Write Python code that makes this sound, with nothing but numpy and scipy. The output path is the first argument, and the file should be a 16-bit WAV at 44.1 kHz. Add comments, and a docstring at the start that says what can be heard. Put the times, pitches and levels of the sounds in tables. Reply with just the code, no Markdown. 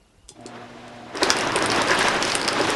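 """A quiet kitchen, the microphone close to a blender: noise for the hush, a wavering sine for a faint far whistle.
A hand bumps the base and clicks the switch; the motor buzzes at low speed as harmonics of its magnetic pull.
Then the dial is turned up and the blades churn a thick drink: coloured noise, jug-wall rings and gritty cracks,
with lumps knocking the jug and ice cracking as short noise bursts sent through resonances."""
import sys
import numpy as np
from scipy import signal
from scipy.fft import rfft, irfft, next_fast_len
from scipy.io import wavfile
from scipy.ndimage import uniform_filter1d, map_coordinates

SR = 44100
rng = np.random.default_rng(int(sys.argv[2]) if len(sys.argv) > 2 else 0)


def file_out(sig):
    """Save sig as 16-bit WAV at sys.argv[1]."""
    # one column per channel
    cols = np.atleast_2d(sig).T
    # limit, then scale
    lim = np.clip(cols, -1, 1)
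    pcm = np.round(lim * 32767).astype(np.int16)
    wavfile.write(sys.argv[1], SR, pcm)


def decibels_to_gain(level_db):
    """Convert a level in decibels to a linear amplitude gain (20 dB per decade)."""
    exponent = np.asarray(level_db, float) / 20
    return 10 ** exponent


N = 121275  # length in samples
ON_S, LOADED_S = 0.343, 1.21  # motor starts; buzz has given way to the loaded motor


def unit(x):
    """Scale to rms 1."""
    return x / np.sqrt(np.mean(x ** 2) + 1e-20)


def along(points, hz):
    """Read (hz, value) points on a log frequency axis."""
    f, v = np.transpose(points)
    return np.interp(np.log(hz + 1), np.log(f + 1), v)


def curves(rows):
    """One value per sample for each column after the time."""
    s, *cols = np.transpose(rows)
    return [np.interp(np.arange(N) / SR, s, c) for c in cols]


def wobble(rate):
    """A smooth random curve, rate knots a second."""
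    knots = rng.standard_normal(int(N * rate / SR) + 4)
    return map_coordinates(knots, [np.arange(N) * rate / SR])


def filtered(x, response):
    """x times a complex response of frequency."""
    m = next_fast_len(N + SR // 2)
    return irfft(rfft(x, m) * response(np.fft.rfftfreq(m, 1 / SR)), m)[..., :N]


def peak(f, hz, wide_hz):
    """A causal resonance on the frequency grid, gain 1 at its centre."""
    return 1j * f * wide_hz / (hz * hz - f * f + 1j * f * wide_hz + 1e-9)


def rush(spectrum, patchy_db):
    """Coloured noise of rms 1 with time-frequency patches of random gain."""
    z = signal.stft(rng.standard_normal(N + 512), nperseg=256)[2]
    field = uniform_filter1d(rng.standard_normal(z.shape), size=4, axis=0)
    field = uniform_filter1d(field, size=4, axis=1)
    x = signal.istft(z * decibels_to_gain(patchy_db * unit(field)), nperseg=256)[1][:N]
    return unit(filtered(x, lambda hz: decibels_to_gain(along(spectrum, hz))))


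def placed(s, wave):
    """Add each row of wave into the scene at its start."""
    at = np.round(s * SR).astype(int) + np.arange(wave.shape[1])
    return np.bincount(at.ravel(), wave.ravel(), N + SR)[:N]


def rings(s, db, hz, t60, attack_s):
    """Sum of damped sines, one per row, cut off after 50 ms."""
    t = np.arange(SR // 20) / SR
    s, db, hz, t60 = (np.reshape(v, (-1, 1)) for v in np.broadcast_arrays(s, db, hz, t60))
    envelope = decibels_to_gain(db - 60 * t / np.abs(t60)) * (1 - np.exp(-t / attack_s))
    return placed(s, envelope * np.sin(2 * np.pi * hz * t))


def snaps(s, db, t60, response):
    """Short noise bursts, each through its own response and scaled to its peak."""
    t = np.arange(2048) / SR
    burst = decibels_to_gain(-60 * t / np.abs(np.reshape(t60, (-1, 1)))) * rng.standard_normal((len(s), len(t)))
    wave = irfft(rfft(burst) * response(np.fft.rfftfreq(len(t), 1 / SR)), len(t))
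    wave = wave * np.clip(2 - 2 * t / t[-1], 0, 1)  # fade the second half
    wave = wave * (decibels_to_gain(db) / np.abs(wave).max(axis=1))[:, None]
    return placed(s[:, None], wave)


def grains(count, hz, spread, turns, spiky_db):
    """Random short rings, rms 1, some louder than the rest; each loses 60 dB in a set number of turns."""
    u, g, e = rng.random(count), rng.standard_normal(count), rng.exponential(size=count)
    pitch = np.clip(hz * np.exp(spread * g), 100, SR / 3)
    return unit(rings(u * N / SR, spiky_db * np.minimum(e, 3), pitch, turns / pitch, attack_s=.0001))


def kitchen():
    """Room hush as patchy noise, and a faint whistle as a sine of wandering pitch and level."""
    # spectrum of the hush: pitch_hz, relative level_db per Hz
    air = [(15, -20), (45, 5.5), (152, -5), (349, -6), (737, -10), (2200, -18.5), (2730, -19),
           (11800, -25.5)]
    # faint far whistle: time_s, level_db
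    whine = [(.09, -71), (.13, -85), (.17, -69), (.26, -69), (.3, -93)]
    db, = curves(whine)
    whistle_hz = 2800 + 110 * wobble(91)
    whistle = decibels_to_gain(db + 2.2 * wobble(48)) * np.sin(2 * np.pi * np.cumsum(whistle_hz) / SR)
    return decibels_to_gain(-58.5) * rush(air, patchy_db=2.0) + whistle


def room(x):
    """Reverberation: noise in which each frequency dies at its own speed, arriving 200 samples late."""
    # decay of the room: pitch_hz, t60_s
    decay = [(200, 0.13), (2000, 0.23), (7000, 0.12)]
    hz, t, z = signal.stft(rng.standard_normal(SR // 2), SR, nperseg=256)
    dying = decibels_to_gain(-60 * t / along(decay, hz)[:, None])
    tail = signal.istft(z * dying, SR, nperseg=256)[1]
    return signal.fftconvolve(np.pad(x, (200, 0)), tail / np.linalg.norm(tail))[:N]


def hand():
    """Plastic clicks of the controls as noise bursts, soft bumps on the base as damped sines."""
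    # switch and dial: start_s, peak_db
    click_times = [(0.284, -39), (0.2905, -21), (0.408, -42), (0.4627, -24), (0.88, -37.5), (0.961, -46)]
    # colour of the clicks: pitch_hz, relative level_db
    click_colour = [(2000, -12), (3000, -2.5), (4500, -0.5), (6500, -4.5), (8200, 3), (11000, -15)]
    # hand on the base: start_s, level_db before attack and decay, pitch_hz
    bumps = [(.179, -44, 75), (.305, -36, 360), (.243, -43, 60), (0.316, -40, 830), (.317, -43, 141),
             (0.39, -29.5, 307), (0.456, -23, 340)]
    s, db = np.transpose(click_times)
    clicks = snaps(s, db, np.full(len(s), .013), lambda f: decibels_to_gain(along(click_colour, f)))
    s, db, hz = np.transpose(bumps)
    return clicks + rings(s, db, hz, 0.014 + 5.5 / hz, attack_s=0.00099)  # low bumps last longer


def jug(f):
    """Response of the jug wall: a sum of resonances of alternating sign."""
    # resonances of the wall: pitch_hz, width_hz, relative level_db
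    modes = [(289, 30, -9.5), (347, 15, -3.5), (393, 14, -5.5), (574, 68, -9), (705, 105, -26),
             (970, 145, -2.5), (1366, 400, -4.5), (1676, 420, 0), (2130, 110, -1.5)]
    return sum((-1) ** k * decibels_to_gain(db) * peak(f, c, w) for k, (c, w, db) in enumerate(modes))


def knocks():
    """Short scuffs of noise into the jug wall, each lump stressing its own range; brighter ones scrape longer."""
    # heavy lumps hitting the jug: start_s, peak_db, centre_hz
    lump_hits = [(1.148, -22.5, 294), (1.22, -11, 500), (1.261, -17.5, 350), (1.346, -17.5, 300),
                 (1.466, -14.5, 340), (1.554, -13.5, 393), (1.897, -10, 385), (1.912, -9, 1730),
                 (2.008, -9, 1190), (2.078, -14, 870), (2.561, -17.5, 407), (2.601, -11.5, 393)]
    s, db, hz = np.transpose(lump_hits)
    t60 = 0.012 + 0.03 * hz / 1000
    centre = hz[:, None]
    return snaps(s, db, t60, lambda f: jug(f) * peak(f, centre, 1.1 * centre) ** 2)


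def crack(s, db, hz, upper_db):
    """A dry snap through a broad blade resonance and a higher one, then a duller after-crunch."""
    def colour(f):
        blade = peak(f, hz[:, None], 1250) ** 2
        return blade - decibels_to_gain(upper_db)[:, None] * peak(f, 9000, 2400) ** 2
    crunch = snaps(s + 0.00062, db - 4, np.full(len(s), .014), lambda f: peak(f, 2330, 1750))
    return snaps(s, db, np.full(len(s), .001), colour) + crunch


def ice():
    """The loud cracks of ice on the blades, each a snap and its crunch."""
    # ice cracking: start_s, snap peak_db, ring_hz, upper ring relative to it_db
    crack_times = [(1.1546, -25, 4750, -5), (1.172, -17.5, 5330, -29), (1.2317, -2.5, 4500, -9),
                   (1.3035, 2, 5200, -32), (1.3217, -17, 5100, -21), (1.3676, -13.5, 4840, -18),
                   (1.388, -15, 4880, 10), (1.4097, -12.5, 5580, -14), (1.473, -17.5, 5600, -21),
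                   (1.5202, -16, 5200, -30), (1.5599, -6, 4440, -9.5), (1.5882, -16.5, 4650, -4),
                   (1.6241, -11, 5500, -14), (1.6427, -19, 5100, -12), (1.66, -8.5, 4900, -1),
                   (1.7014, -9.5, 5250, -19), (1.7174, -9, 4600, -11), (1.7613, -14, 5030, -3),
                   (1.8184, -10, 5570, -13), (1.8908, -30, 5140, -19), (1.9074, -12.5, 5300, -19),
                   (1.9904, -10.5, 5550, 11), (2.0843, -9, 5040, -14), (2.2257, -6, 5030, -19),
                   (2.2508, -11, 5040, -17), (2.2766, -25, 5240, -9), (2.3004, -10.5, 4300, -28),
                   (2.3195, -9, 4700, -20), (2.3524, -4, 4900, 4), (2.415, -13.5, 4900, -19),
                   (2.4298, -15.5, 4760, -19), (2.4483, -15, 4840, -36), (2.4785, -6.5, 5100, -5),
                   (2.4862, -7.5, 5230, -25), (2.5302, -15, 5000, -4), (2.6134, -13, 5050, -19),
                   (2.7033, -9.5, 5260, -8)]
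    return crack(*np.transpose(crack_times))


def grit(count):
    """Many small cracks at random moments, rms 1."""
    u, g, e = rng.random(count), rng.standard_normal((count, 2)), rng.exponential(size=count)
    hz = 5000 * np.exp(0.061 * g[:, 0])
    return unit(crack(u * N / SR, 5 * np.minimum(e, 3), hz, -9 + 5 * g[:, 1]))


def spin_up():
    """Gain of the turning parts: a 19 ms ramp once the motor starts."""
    return np.clip((np.arange(N) / SR - ON_S) / 0.019, 0, 1)


def buzz():
    """Harmonics of the magnetic pull that give way under load, over a steadily ringing housing."""
    # harmonics of the pull: multiple, relative level_db
    harmonics = [(1, -3), (2, 3), (3, -5.5), (4, -7.5), (5, -2.5), (6, -3.5)]
    pull_hz = 119.9  # twice the mains
    t = np.arange(N) / SR
    tones = 0
    for k, db in harmonics:
        level = decibels_to_gain(db + 0.7 * k * wobble(29.87))  # higher harmonics waver more
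        tones = tones + level * np.sin(2 * np.pi * k * pull_hz * t + 0.89 * wobble(12.1))
    tones = decibels_to_gain(-48) * tones * np.clip((LOADED_S - t) / 0.072, 0, 1)
    housing = decibels_to_gain(-49.5) * unit(filtered(rng.standard_normal(N), lambda f: peak(f, 703, 130) ** 2))
    return (tones + housing) * np.clip((t - ON_S + 0.0093) / 0.093, 0, 1)


def base():
    """The base shaking the counter: low noise, joined under load by an unsteady low tone."""
    # colour of the rumble: pitch_hz, relative level_db per Hz
    rumble_colour = [(20, -32), (81, -22), (107, -4.5), (140, -8.5), (250, -11), (320, 1), (550, -120)]
    # rumble strength: time_s, level_db
    strength = [(.35, -57), (1.1, -52.5), (1.3, -43.5), (1.7, -38.5), (2.2, -45), (2.75, -42)]
    low_db, = curves(strength)
    t = np.arange(N) / SR
    rumble = decibels_to_gain(low_db + 1.2 * wobble(9.1)) * rush(rumble_colour, patchy_db=1.0)
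    shake = decibels_to_gain(low_db - 2 + 1.6 * wobble(19)) * np.sin(2 * np.pi * 114.7 * t + wobble(9.9))
    return spin_up() * rumble + shake * np.clip((t - LOADED_S) / 0.041, 0, 1)


def blades():
    """Drink churning in the jug with random knocks, and fizzing grit with more cracks as the treble rises."""
    # loudness of the churn and of the treble fizz, before the mix gains below: time_s, churn_db, treble_db
    loudness = [(.33, -53, -56), (.39, -56.5, -65), (.47, -44.5, -61), (.56, -38.5, -54.5),
                (.68, -44.5, -56), (.85, -43, -55), (1.05, -44, -55), (1.12, -39.5, -54), (1.17, -31, -47),
                (1.21, -27, -39.5), (1.25, -24, -34.5), (1.36, -23, -34.5), (1.5, -23.5, -39),
                (1.62, -23.5, -37.5), (1.76, -21, -32.5), (1.86, -21.5, -35), (1.92, -22, -27.5),
                (1.96, -21.5, -34), (2.02, -21, -27), (2.12, -20, -33.5), (2.2, -23.5, -36),
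                (2.3, -24, -29.5), (2.44, -26, -41), (2.55, -23.5, -35), (2.66, -23, -32.5),
                (2.75, -22.5, -33)]
    # churn heard through the jug: pitch_hz, relative level_db per Hz
    body = [(59, -17), (100, -16.5), (156, -10.5), (366, -1.5), (483, -4), (1090, -5), (1260, -5.5),
            (4000, -19.5), (5200, -51), (8800, -120)]
    # grit on the blades: pitch_hz, relative level_db per Hz
    fizz_colour = [(1470, -11), (2500, 0), (4430, -5.5), (5080, -5.5), (6810, -11.5), (10900, -24),
                   (11800, -21)]
    churn_db, treble_db = curves(loudness)
    lumps = unit(filtered(grains(count=900, hz=1174, spread=0.62, turns=5.4, spiky_db=3), jug))
    # one flutter moves churn and fizz together, deeper as the churn gets louder
    flutter_db = 1.1 * wobble(60) * np.clip((churn_db + 52) / 20, 0, 1)
    churn = decibels_to_gain(-2.0) * rush(body, patchy_db=0.5) + decibels_to_gain(-9.5) * lumps
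    fast = np.clip((treble_db + 53) / 18, 0, 1)
    fizz = decibels_to_gain(2.0) * rush(fizz_colour, patchy_db=1.3) + fast * decibels_to_gain(-6.5) * grit(count=600)
    return spin_up() * (decibels_to_gain(churn_db + flutter_db) * churn + decibels_to_gain(treble_db + flutter_db) * fizz)


def motor():
    """The running blender: buzz, shaking base and churning blades."""
    return buzz() + base() + blades()


def scene():
    """All sources, the sharp ones with the room."""
    hush = kitchen()
    thuds = hand() + knocks()
    cracks = ice()
    echo = room(decibels_to_gain(-9) * cracks + decibels_to_gain(-5.0) * thuds)
    return (hush + thuds + cracks + echo + motor())[None]


def top_cut(x):
    """Nothing passes above the cut-off."""
    return signal.sosfilt(signal.butter(12, 12000, fs=SR, output="sos"), x)


def record(dry):
    """The microphone's signal: treble fades out from 11.2 to 12.1 kHz, loud peaks clip softly."""
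    dull = filtered(dry, lambda hz: np.clip((12100 - hz) / 900, 0, 1))
    mix = dull / (1 + np.abs(dull) ** 8) ** (1 / 8)
    return top_cut(mix)


dry = scene()
out = record(dry)
file_out(out)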